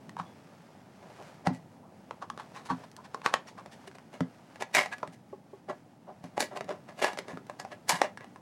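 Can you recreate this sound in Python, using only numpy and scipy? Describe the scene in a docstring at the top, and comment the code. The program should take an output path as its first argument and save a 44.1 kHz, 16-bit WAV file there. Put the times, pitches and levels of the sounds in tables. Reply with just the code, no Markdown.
"""Soft bumps on a table, then metal clicks, over skin rubbing on plastic and a faint room murmur.
A hollow plastic battery case is pried open by hand, close to the microphone, in a small room.
A blade clicks and skids along the seam as filtered pulses and stick-slip runs; squeaks are damped sines.
The shell scuffs, knocks, then snaps and grinds as its clips let go, exciting shell modes and a short room tail.
The laid-down screwdriver rocks as damped modes; rub, hiss and murmur are coloured noise."""
import sys
import numpy as np
from scipy import signal
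from scipy.fft import rfft, irfft, next_fast_len
from scipy.io import wavfile
from scipy.ndimage import map_coordinates

SR = 44100
rng = np.random.default_rng(int(sys.argv[2]) if len(sys.argv) > 2 else 0)


def dump_mix(stems):
    """Bounce the given channels to the path in sys.argv[1] as a 16-bit WAV at rate SR."""
    frames = np.atleast_2d(stems).T  # one column per channel
    limited = np.clip(frames, -1, 1)  # hard clip at full scale
    pcm = np.round(limited * 32767).astype(np.int16)
    wavfile.write(sys.argv[1], SR, pcm)


N = 370881  # samples in the scene

# low murmur of the room, before trim: (time [s], level [dB])
MURMUR_LEVEL = [(0.0, -55), (0.75, -58.5), (1.57, -56.5), (6.14, -59), (6.37, -56.5), (8.41, -57)]
# murmur spectrum: (frequency [Hz], density [dB per Hz])
MURMUR_SPECTRUM = [(15, -41.5), (25, 1.5), (49, -38.5), (94, -3.5), (185, 2.5), (256, -0.5), (427, -10.5),
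                   (575, -11), (840, -10), (1440, -34.5), (1700, -28.5), (2480, -36.5), (10100, -38.5),
                   (14800, -48), (16000, -33)]
# room decay: (frequency [Hz], t60 [s])
ROOM_DECAY = [(150, 0.29), (700, 0.17), (2500, 0.19), (7000, 0.15), (15000, 0.025)]
# hands on the plastic, before trims and sway: (time [s], hollow rub level [dB], skin hiss level [dB])
HAND_LEVELS = [(0.0, -55.5, -66.5), (0.89, -55.5, -66), (1.26, -51, -60.5), (1.85, -59, -72.5),
               (2.67, -51.5, -63), (2.97, -54.5, -65.5), (3.32, -51, -68), (3.93, -59.5, -67),
               (4.56, -56.5, -66), (4.8, -50, -64), (5.22, -68.5, -71), (6.21, -59.5, -71),
               (6.53, -56, -66), (6.84, -65, -69.5), (7.21, -58, -66), (7.35, -55, -68), (8.01, -61, -68.5),
               (8.41, -70, -70.5)]
# hollow rub spectrum: (frequency [Hz], level [dB])
RUB_SPECTRUM = [(150, -42), (350, -1), (600, 5.5), (950, 2), (1400, -27), (2500, -21.5), (5000, -57)]
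# skin hiss spectrum: (frequency [Hz], density [dB per Hz])
SKIN_SPECTRUM = [(710, -14.5), (1200, 2.5), (3050, -8), (3870, -11.5), (5180, -11), (9720, -20.5),
                 (15200, -31), (16000, -47.5)]
# bumps on the table: (time [s], level [dB])
TABLE_BUMPS = [(.016, -47), (0.075, -47), (0.199, -40.5), (1.473, -22.5), (1.505, -29), (2.706, -29.5),
               (2.721, -28.5), (4.21, -25), (4.771, -36), (5.081, -44), (5.69, -45.5), (6.241, -39.5),
               (6.654, -41.5), (7.334, -37), (7.931, -39)]
# table modes: (frequency [Hz], mean level [dB], t60 [s])
TABLE_MODES = [(120, -12.5, 0.24), (174, 2, .14), (205, 2, 0.023), (257.3, -1.5, 0.15), (331, -19.5, 0.11)]
# metal tip clicking in the seam: (time [s], level [dB], bass [dB], presence [dB], treble [dB])
SEAM_CLICKS = [(.0944, -44.5, 4, 6, 7), (0.1677, -36, -14, -5, -6), (0.1983, -30.5, -18, -8, -15),
               (2.11, -33.5, 10.5, -4, -8.5), (2.2252, -36, -7, -8, -6), (2.301, -32, -14, -3.5, -0.5),
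               (2.3768, -39, 16.5, -4, 0), (2.3983, -38.5, -6, 0, -4), (2.916, -56, 15, 20, 25),
               (2.966, -47.5, 4, 17, 23), (3.1462, -30.5, 10.5, -3, -0.5), (3.2176, -44, 9, 7, 2),
               (3.262, -18.5, 10.5, 6, 1), (3.3402, -18, 0.5, 5, 1)]
# metal tip skidding along the seam: (peak time [s], fall [s], level [dB], brightness [dB])
SEAM_SKIDS = [(.195, 0.039, -39, -2), (1.85, 0.11, -61.5, -43), (2.225, 0.027, -40, -4.5),
              (2.4, 0.04, -42.5, -0.5), (2.566, 0.064, -43.5, 3.5), (2.663, 0.029, -46.5, 13),
              (2.706, 0.037, -29.5, -3.5), (2.841, .02, -47.5, 3), (2.988, 0.037, -48, -26),
              (3.05, 0.026, -48.5, 4.5), (3.144, .018, -49, 6), (3.261, 0.045, -32.5, 3),
              (3.341, .044, -36, -2), (3.484, 0.048, -49, 11), (3.587, 0.034, -43.5, -2),
              (3.729, 0.048, -53, 15), (4.52, .09, -62.5, 5)]
# base colour of a blade contact: (frequency [Hz], level [dB])
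BLADE_SPECTRUM = [(50, -52), (120, -20), (300, -13.5), (520, -5), (640, -4.5), (830, 3.5), (1250, -2),
                  (1700, -4), (2200, -12.5), (3800, -15.5), (6000, -19), (10000, -25.5), (15500, -45)]
# steel squeaking or ringing as it slips: (time [s], frequency [Hz], level [dB], t60 [s])
STEEL_PINGS = [(.198, 5782, -69, .45), (.255, 3402, -63, .35), (2.701, 1130, -24, .09),
               (3.144, 5340, -46, .04), (3.474, 5600, -48, .06)]
# shell scuffing in the grip: (peak time [s], fall [s], level [dB], brightness [dB])
SCUFFS = [(1.036, 0.054, -55, -9), (1.103, 0.018, -52, -1), (1.2, 0.046, -49, -27),
          (1.465, .026, -35, -1.5), (1.546, 0.04, -54, 9.5), (4.145, .044, -48.5, 1), (3.877, .012, -46, 7),
          (3.952, 0.011, -49, 5), (4.609, 0.019, -39, 2), (5.135, 0.032, -57.5, 13),
          (5.699, 0.031, -34.5, -10), (6.091, .04, -46, -18), (6.375, .02, -41, 1), (6.528, 0.04, -45, -9),
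          (6.565, 0.03, -39, 0.5), (6.897, 0.046, -49, -0.5), (7.001, 0.059, -44, 5)]
# case knocked, or loose halves knocking together; the row at 5.031 s is the screwdriver laid down on the table:
# (time [s], level [dB], bass [dB], brightness [dB], resonance [Hz])
KNOCKS = [(1.4711, -22.5, -6.5, -8, 820), (3.661, -43, 9, -0.5, 724), (3.9145, -52, -18, -2, 1630),
          (3.985, -49.5, -10, -1, 900), (4.2071, -30, 1.5, -4.5, 360), (4.559, -47.5, -15, 0.5, 580),
          (4.86, -34, -7, -1.5, 720), (4.983, -50.5, 0, 8, 1650), (5.031, -28.5, 0.5, -17.5, 520),
          (5.076, -46, -12, 5, 603), (6.3789, -25, 1.5, -7.5, 835), (6.609, -32, 6, -7, 650),
          (6.5734, -38.5, -6, -1.5, 760), (6.6444, -49, 10, 8, 540), (7.468, -54.5, 23, 17, 800),
          (7.133, -42.5, 14, 8, 1120), (7.1745, -36, -10, -1.5, 554), (7.3735, -38.5, -1, -12, 378),
          (7.498, -36.5, -2.5, -6, 390), (7.65, -36.5, -8, -6, 796), (8.1745, -41.5, -5, 2, 1660),
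          (8.2444, -44.5, -5, -5.5, 725), (8.3602, -45.5, -2, -5, 1020)]
# a clip creeps, snaps free and grinds on: (time [s], snap level [dB], grind level [dB], rise [s], fall [s],
# bass [dB], presence [dB], treble [dB], resonance [Hz])
CLIP_SNAPS = [(4.6235, -31.5, -39.5, .012, 0.015, -5.5, 1.5, 1.5, 815),
              (4.7499, -22, -25, .015, 0.056, -5, 9, 11, 2310),
              (4.7688, -20, -24, 0.028, 0.052, -8, 5, 1.5, 2170),
              (4.927, -43, -38, 0.016, 0.016, -16, 3, -2, 1600),
              (6.241, -45.5, -51.5, .015, 0.065, 4, 1.5, 3, 760),
              (6.4055, -25.5, -31.5, 0.015, 0.041, 7, 6.5, 13, 870),
              (6.426, -29.5, -42, .008, 0.032, 9, 10, 3, 620),
              (6.692, -33, -38, .027, 0.056, 2.5, -2.5, -5, 606),
              (7.0264, -34, -26.5, .011, 0.05, 3, 5, 2.5, 850),
              (7.0451, -20, -34.5, .029, 0.077, -11, -0.5, -1, 840),
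              (7.1887, -32.5, -43, 0.01, 0.012, -3, 3, 5, 396),
              (7.2833, -41, -45.5, .035, 0.046, 4.5, -1.5, -1.5, 1770),
              (7.5996, -38.5, -45, 0.013, 0.026, -6, -3, 4, 1870),
              (7.7205, -67, -44.5, .012, 0.035, -0.5, 4, -0.5, 730),
              (7.894, -24, -30, .014, 0.041, -10, 6, 18, 824),
              (7.8978, -23, -28.5, .024, 0.074, -6.5, 4.5, 6, 880),
              (8.0171, -16.5, -36, .037, 0.037, -6.5, 0, -3.5, 610),
              (8.2083, -46.5, -55.5, 0.029, 0.052, 4, 4, -4, 980)]
# base colour of a shell contact: (frequency [Hz], level [dB])
SHELL_SPECTRUM = [(50, -52.5), (110, -23), (200, -7), (400, -5.5), (600, 1), (850, -3.5), (1400, -7),
                  (2000, -6.5), (2900, -16), (3700, -15.5), (7000, -18.5), (10500, -23.5), (15500, -40)]
# hollow shell modes: (frequency [Hz], mean level [dB], t60 [s])
SHELL_RINGING = [(388, 21.5, 0.058), (599.2, 9.5, 0.13), (738, -0.5, 0.24), (830, 5, 0.087),
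                 (1033, 24, 0.019), (1686, 18, 0.09), (1945, 11, 0.12), (2086, 4, 0.043), (2170, -4, .13),
                 (2376, -48.5, .12), (2425, -18, 0.065), (2843, 26, 0.017)]
# screwdriver, laid down, rocking on its handle: (time [s], level [dB])
HANDLE_ROCKS = [(5.328, -31.5), (5.531, -36)]
# handle modes on the table: (frequency [Hz], mean level [dB], t60 [s])
HANDLE_MODES = [(398, 1, 0.066), (563, 6.5, 0.026), (830, -7.5, 0.069), (1100, -15, 0.066)]

# axes of one short sound
SIZE = 8192
HZ = np.fft.rfftfreq(SIZE, 1 / SR)
T = np.arange(SIZE) / SR

MURMUR_TRIM_DB, RUB_TRIM_DB, HISS_TRIM_DB = 2.0, -6.5, 1.5
PULSE_DELAY_S = .001
BLADE_HZ = 1110  # strongest resonance of the seam under the tip, top of its range in skids
SKID_RISE_SHARE, SKID_BASS_DB = .42, 2.5  # rise over fall; weight
SCUFF_RISE_SHARE, SCUFF_BASS_DB, SCUFF_HZ = .48, 0.5, 706  # rise over fall; weight; strongest resonance
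PRESENCE_SHARE = 0.88  # presence dB per dB of brightness
CREEP_S = .011  # grind is 13 dB below its peak this long before the snap
TOP_HZ = 15980  # band limit


def amp(db):
    """Decibels to gain."""
    return 10 ** (np.asarray(db) / 20)


def unit(x):
    """x at rms 1."""
    return x / np.sqrt(np.mean(x ** 2) + 1e-20)


def along(points, hz):
    """(Hz, value) points interpolated on a log frequency axis."""
    f, v = np.transpose(points)
    return np.interp(np.log(hz + 1), np.log(f + 1), v)


def curves(rows):
    """One value per sample for each column after the time."""
    s, *cols = np.transpose(rows)
    return [np.interp(np.arange(N) / SR, s, c) for c in cols]


def wobble(rate_hz):
    """Smooth random curve through rate_hz knots a second."""
    knots = rng.standard_normal(int(N * rate_hz / SR) + 4)
    return map_coordinates(knots, [np.arange(N) * rate_hz / SR])


def filtered(x, gain):
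    """x times a frequency-dependent gain, zero phase."""
    m = next_fast_len(N + SIZE)
    return irfft(rfft(x, m) * gain(np.fft.rfftfreq(m, 1 / SR)), m)[:N]


def coloured(x, spectrum):
    """x shaped by the spectrum, at rms 1."""
    return unit(filtered(x, lambda hz: amp(along(spectrum, hz))))


def add(track, s, sound):
    """Mix a sound into the track from time s."""
    i = max(round(s * SR), 0)
    track[i:i + len(sound)] += sound[:max(len(track) - i, 0)]


def with_response(x, tail, tail_db):
    """x plus its convolution with a tail normalised to tail_db of energy."""
    response = amp(tail_db) * tail / np.linalg.norm(tail)
    response[0] += 1
    return signal.fftconvolve(x, response)


def in_room(x, wet_db):
    """x plus a short room tail: noise decaying per band, redrawn each call."""
    hz, t, z = signal.stft(rng.standard_normal(2 * SIZE), SR, nperseg=256)
    decay = amp(-60 * t / along(ROOM_DECAY, hz)[:, None])
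    tail = signal.istft(z * decay, SR, nperseg=256)[1]
    onset = 1 - np.exp(-(np.arange(len(tail)) / SR / 0.00067) ** 2)
    return with_response(x, tail * onset, wet_db)


def ring(modes):
    """Sum of damped modes, struck at new strengths each time."""
    hz, db, t60 = np.transpose(modes)[:, :, None]
    db = db + 2.5 * rng.standard_normal(hz.shape)
    return np.sum(amp(db - 60 * T / t60) * np.cos(2 * np.pi * hz * T), axis=0)


def stick_slip(count, rate_hz, spread_db, grit):
    """Slips at uneven intervals and of uneven size over fine grit, rms 1."""
    sizes = amp(spread_db * np.clip(rng.standard_normal(count), -2, 2))
    slips = (rng.random(count) < rate_hz / SR) * sizes
    return unit(unit(slips) + grit * rng.standard_normal(count))


def shade(bass_db, bright_db, peak_hz):
    """Colour of a light contact, presence following brightness: (bass, presence, treble, resonance)."""
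    return bass_db, PRESENCE_SHARE * bright_db, bright_db, peak_hz


def contact(tone, colour, peak_db):
    """Pulse of one contact: minimum phase plus blur, coloured by shelves, one resonance and random ripple."""
    bass_db, presence_db, treble_db, peak_hz = colour
    shelves = [(430, bass_db), (750, 0.0095), (1350, 0.0039), (1900, presence_db), (3100, presence_db),
               (4300, treble_db), (13000, 1.36 * treble_db - 5)]
    resonance_db = peak_db / (1 + ((HZ - peak_hz) / 110) ** 2)
    ripple_db = 1.7 * map_coordinates(rng.standard_normal(128), [np.sqrt(HZ) * .5])
    ripple_db = ripple_db * np.minimum(HZ / 2000, 1)
    db = along(tone, HZ) + along(shelves, HZ) + resonance_db + ripple_db
    # fold the cepstrum for minimum phase
    cepstrum = irfft(np.log(amp(db)))
    cepstrum[1:SIZE // 2] *= 2
    cepstrum[SIZE // 2 + 1:] = 0
    # short waves take many paths through the ribs, which blurs the crack
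    paths_rad = 1.4 * map_coordinates(rng.standard_normal(64), [HZ / 900]) * np.minimum(HZ / 3000, 1)
    phase_rad = paths_rad - 2 * np.pi * HZ * PULSE_DELAY_S
    return irfft(np.exp(rfft(cepstrum) + 1j * phase_rad))[:SIZE // 2]


def click(pulse, lead_s, chatter_db, chatter_s):
    """Edge creeps for about lead_s, lets go and chatters; energy of 5 ms at rms 1."""
    t = T - lead_s
    chatter = rng.standard_normal(SIZE) * np.exp(np.where(t < 0, 4 * t / lead_s, -t / chatter_s))
    force = amp(chatter_db) * chatter / np.linalg.norm(chatter)
    force[round(lead_s * SR)] += 1
    sound = signal.fftconvolve(force, pulse)[:SIZE]
    return sound / np.linalg.norm(sound) * np.sqrt(.005 * SR)


def stroke(pulse, rise_s, fall_s, rate_hz, spread_db, grit):
    """Run of slips that swells for twice rise_s, then dies away."""
    t = np.arange(2 * SIZE) / SR - 2 * rise_s
    swell = amp(np.where(t < 0, -13 * np.abs(t / rise_s) ** 1.88, -17 * t / fall_s))
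    sound = signal.fftconvolve(swell * stick_slip(len(t), rate_hz, spread_db, grit), pulse)
    return sound * np.linalg.norm(swell) / np.linalg.norm(sound)


def room_murmur():
    """Low murmur of the room: coloured noise on a slow level curve."""
    level_db, = curves(MURMUR_LEVEL)
    return amp(level_db + MURMUR_TRIM_DB) * coloured(rng.standard_normal(N), MURMUR_SPECTRUM)


def hands():
    """Skin drags over plastic: stick-slip as hollow rub and grainy hiss, both swaying with the grip."""
    rub_db, hiss_db = curves(HAND_LEVELS)
    grip = wobble(12)
    rub = coloured(stick_slip(N, rate_hz=650, spread_db=20.0, grit=0.82), RUB_SPECTRUM)
    hiss = coloured(stick_slip(N, rate_hz=400, spread_db=5, grit=2), SKIN_SPECTRUM)
    rub = amp(rub_db + RUB_TRIM_DB + 1.5 * grip) * rub
    hiss = amp(hiss_db + HISS_TRIM_DB + 1.6 * grip) * hiss
    return rub + hiss


def table():
    """Soft bumps set the damped modes of the table top booming."""
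    out = np.zeros(N)
    for s, db in TABLE_BUMPS:
        boom = ring(TABLE_MODES) * (1 - np.exp(-T / 0.0024))  # soft onset
        add(out, s, amp(db) * in_room(boom, wet_db=-26.5))
    return filtered(out, lambda hz: 1 / (1 + (75 / (hz + 1)) ** 4))  # the panel radiates no deep bass


def blade():
    """Metal tip clicks against the seam's edges and skids along it by stick-slip."""
    out, lead_s = np.zeros(N), .0035
    for s, db, *shelves in SEAM_CLICKS:
        pulse = contact(BLADE_SPECTRUM, (*shelves, BLADE_HZ), peak_db=8)
        tick = click(pulse, lead_s, chatter_db=-7, chatter_s=.0035)
        add(out, s - lead_s - PULSE_DELAY_S, amp(db) * in_room(tick, wet_db=-13.5))
    for s, fall_s, db, bright_db in SEAM_SKIDS:
        rise_s = SKID_RISE_SHARE * fall_s
        colour = shade(SKID_BASS_DB, bright_db, BLADE_HZ * rng.uniform(0.86, 1.0))
        pulse = contact(BLADE_SPECTRUM, colour, peak_db=6.5)
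        skid = stroke(pulse, rise_s, fall_s, rate_hz=1600, spread_db=3.5, grit=0.83)
        add(out, s - 2 * rise_s, amp(db) * in_room(skid, wet_db=-30))
    return out


def steel():
    """Thin ringing of the tool: damped sines with a soft onset."""
    out, t = np.zeros(N), np.arange(SR // 2) / SR
    for s, hz, db, t60 in STEEL_PINGS:
        onset = 1 - np.exp(-t / 0.00084)
        add(out, s, amp(db - 60 * t / t60) * np.sin(2 * np.pi * hz * t) * onset)
    return out


def in_shell(x, ring_db):
    """x plus the ringing it starts in the hollow shell."""
    return with_response(x, ring(SHELL_RINGING), ring_db)


def grind(colour, rise_s, fall_s):
    """Plastic judders over plastic: a crunchy run of tiny snaps."""
    pulse = contact(SHELL_SPECTRUM, colour, peak_db=8.0)
    creak = stroke(pulse, rise_s, fall_s, rate_hz=1200, spread_db=3.5, grit=.55)
    return in_room(in_shell(creak, ring_db=-11), wet_db=-21)


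def snap(colour, lead_s):
    """One sharp contact of the shell, ringing in its hollow and in the room."""
    pulse = contact(SHELL_SPECTRUM, colour, peak_db=7.5)
    crack = click(pulse, lead_s, chatter_db=-3, chatter_s=.0035)
    return in_room(in_shell(crack, ring_db=-20.5), wet_db=-10.5)


def shell():
    """Shell scuffs by stick-slip, knocks by single contacts; clips let go with a snap and a grind."""
    out, lead_s = np.zeros(N), .004
    for s, fall_s, db, bright_db in SCUFFS:
        rise_s = SCUFF_RISE_SHARE * fall_s
        colour = shade(SCUFF_BASS_DB, bright_db, SCUFF_HZ)
        add(out, s - 2 * rise_s, amp(db) * grind(colour, rise_s, fall_s))
    for s, db, *colour in KNOCKS:
        add(out, s - lead_s - PULSE_DELAY_S, amp(db) * snap(shade(*colour), lead_s))
    for s, snap_db, grind_db, rise_s, fall_s, *colour in CLIP_SNAPS:
        add(out, s - lead_s - PULSE_DELAY_S, amp(snap_db) * snap(colour, lead_s))
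        add(out, s - CREEP_S - rise_s, amp(grind_db) * grind(colour, rise_s, fall_s))
    return out


def screwdriver():
    """Handle tips from one flat to the next: damped modes in a dull, hollow knock."""
    out = np.zeros(N)
    for s, db in HANDLE_ROCKS:
        knock = ring(HANDLE_MODES) * (1 - np.exp(-T / 0.0031))  # soft onset
        add(out, s, amp(db) * in_room(knock, wet_db=-14))
    return out


def scene():
    """Everything at one microphone."""
    return (room_murmur() + hands() + table() + blade() + steel() + shell() + screwdriver())[None]


def record(dry):
    """Second-order roll-off below 60 Hz and a sharp cut at TOP_HZ, both zero phase."""
    return filtered(dry[0], lambda hz: (hz < TOP_HZ) * hz ** 2 / np.sqrt(hz ** 4 + 60 ** 4))[None]


dry = scene()
out = record(dry)
dump_mix(out)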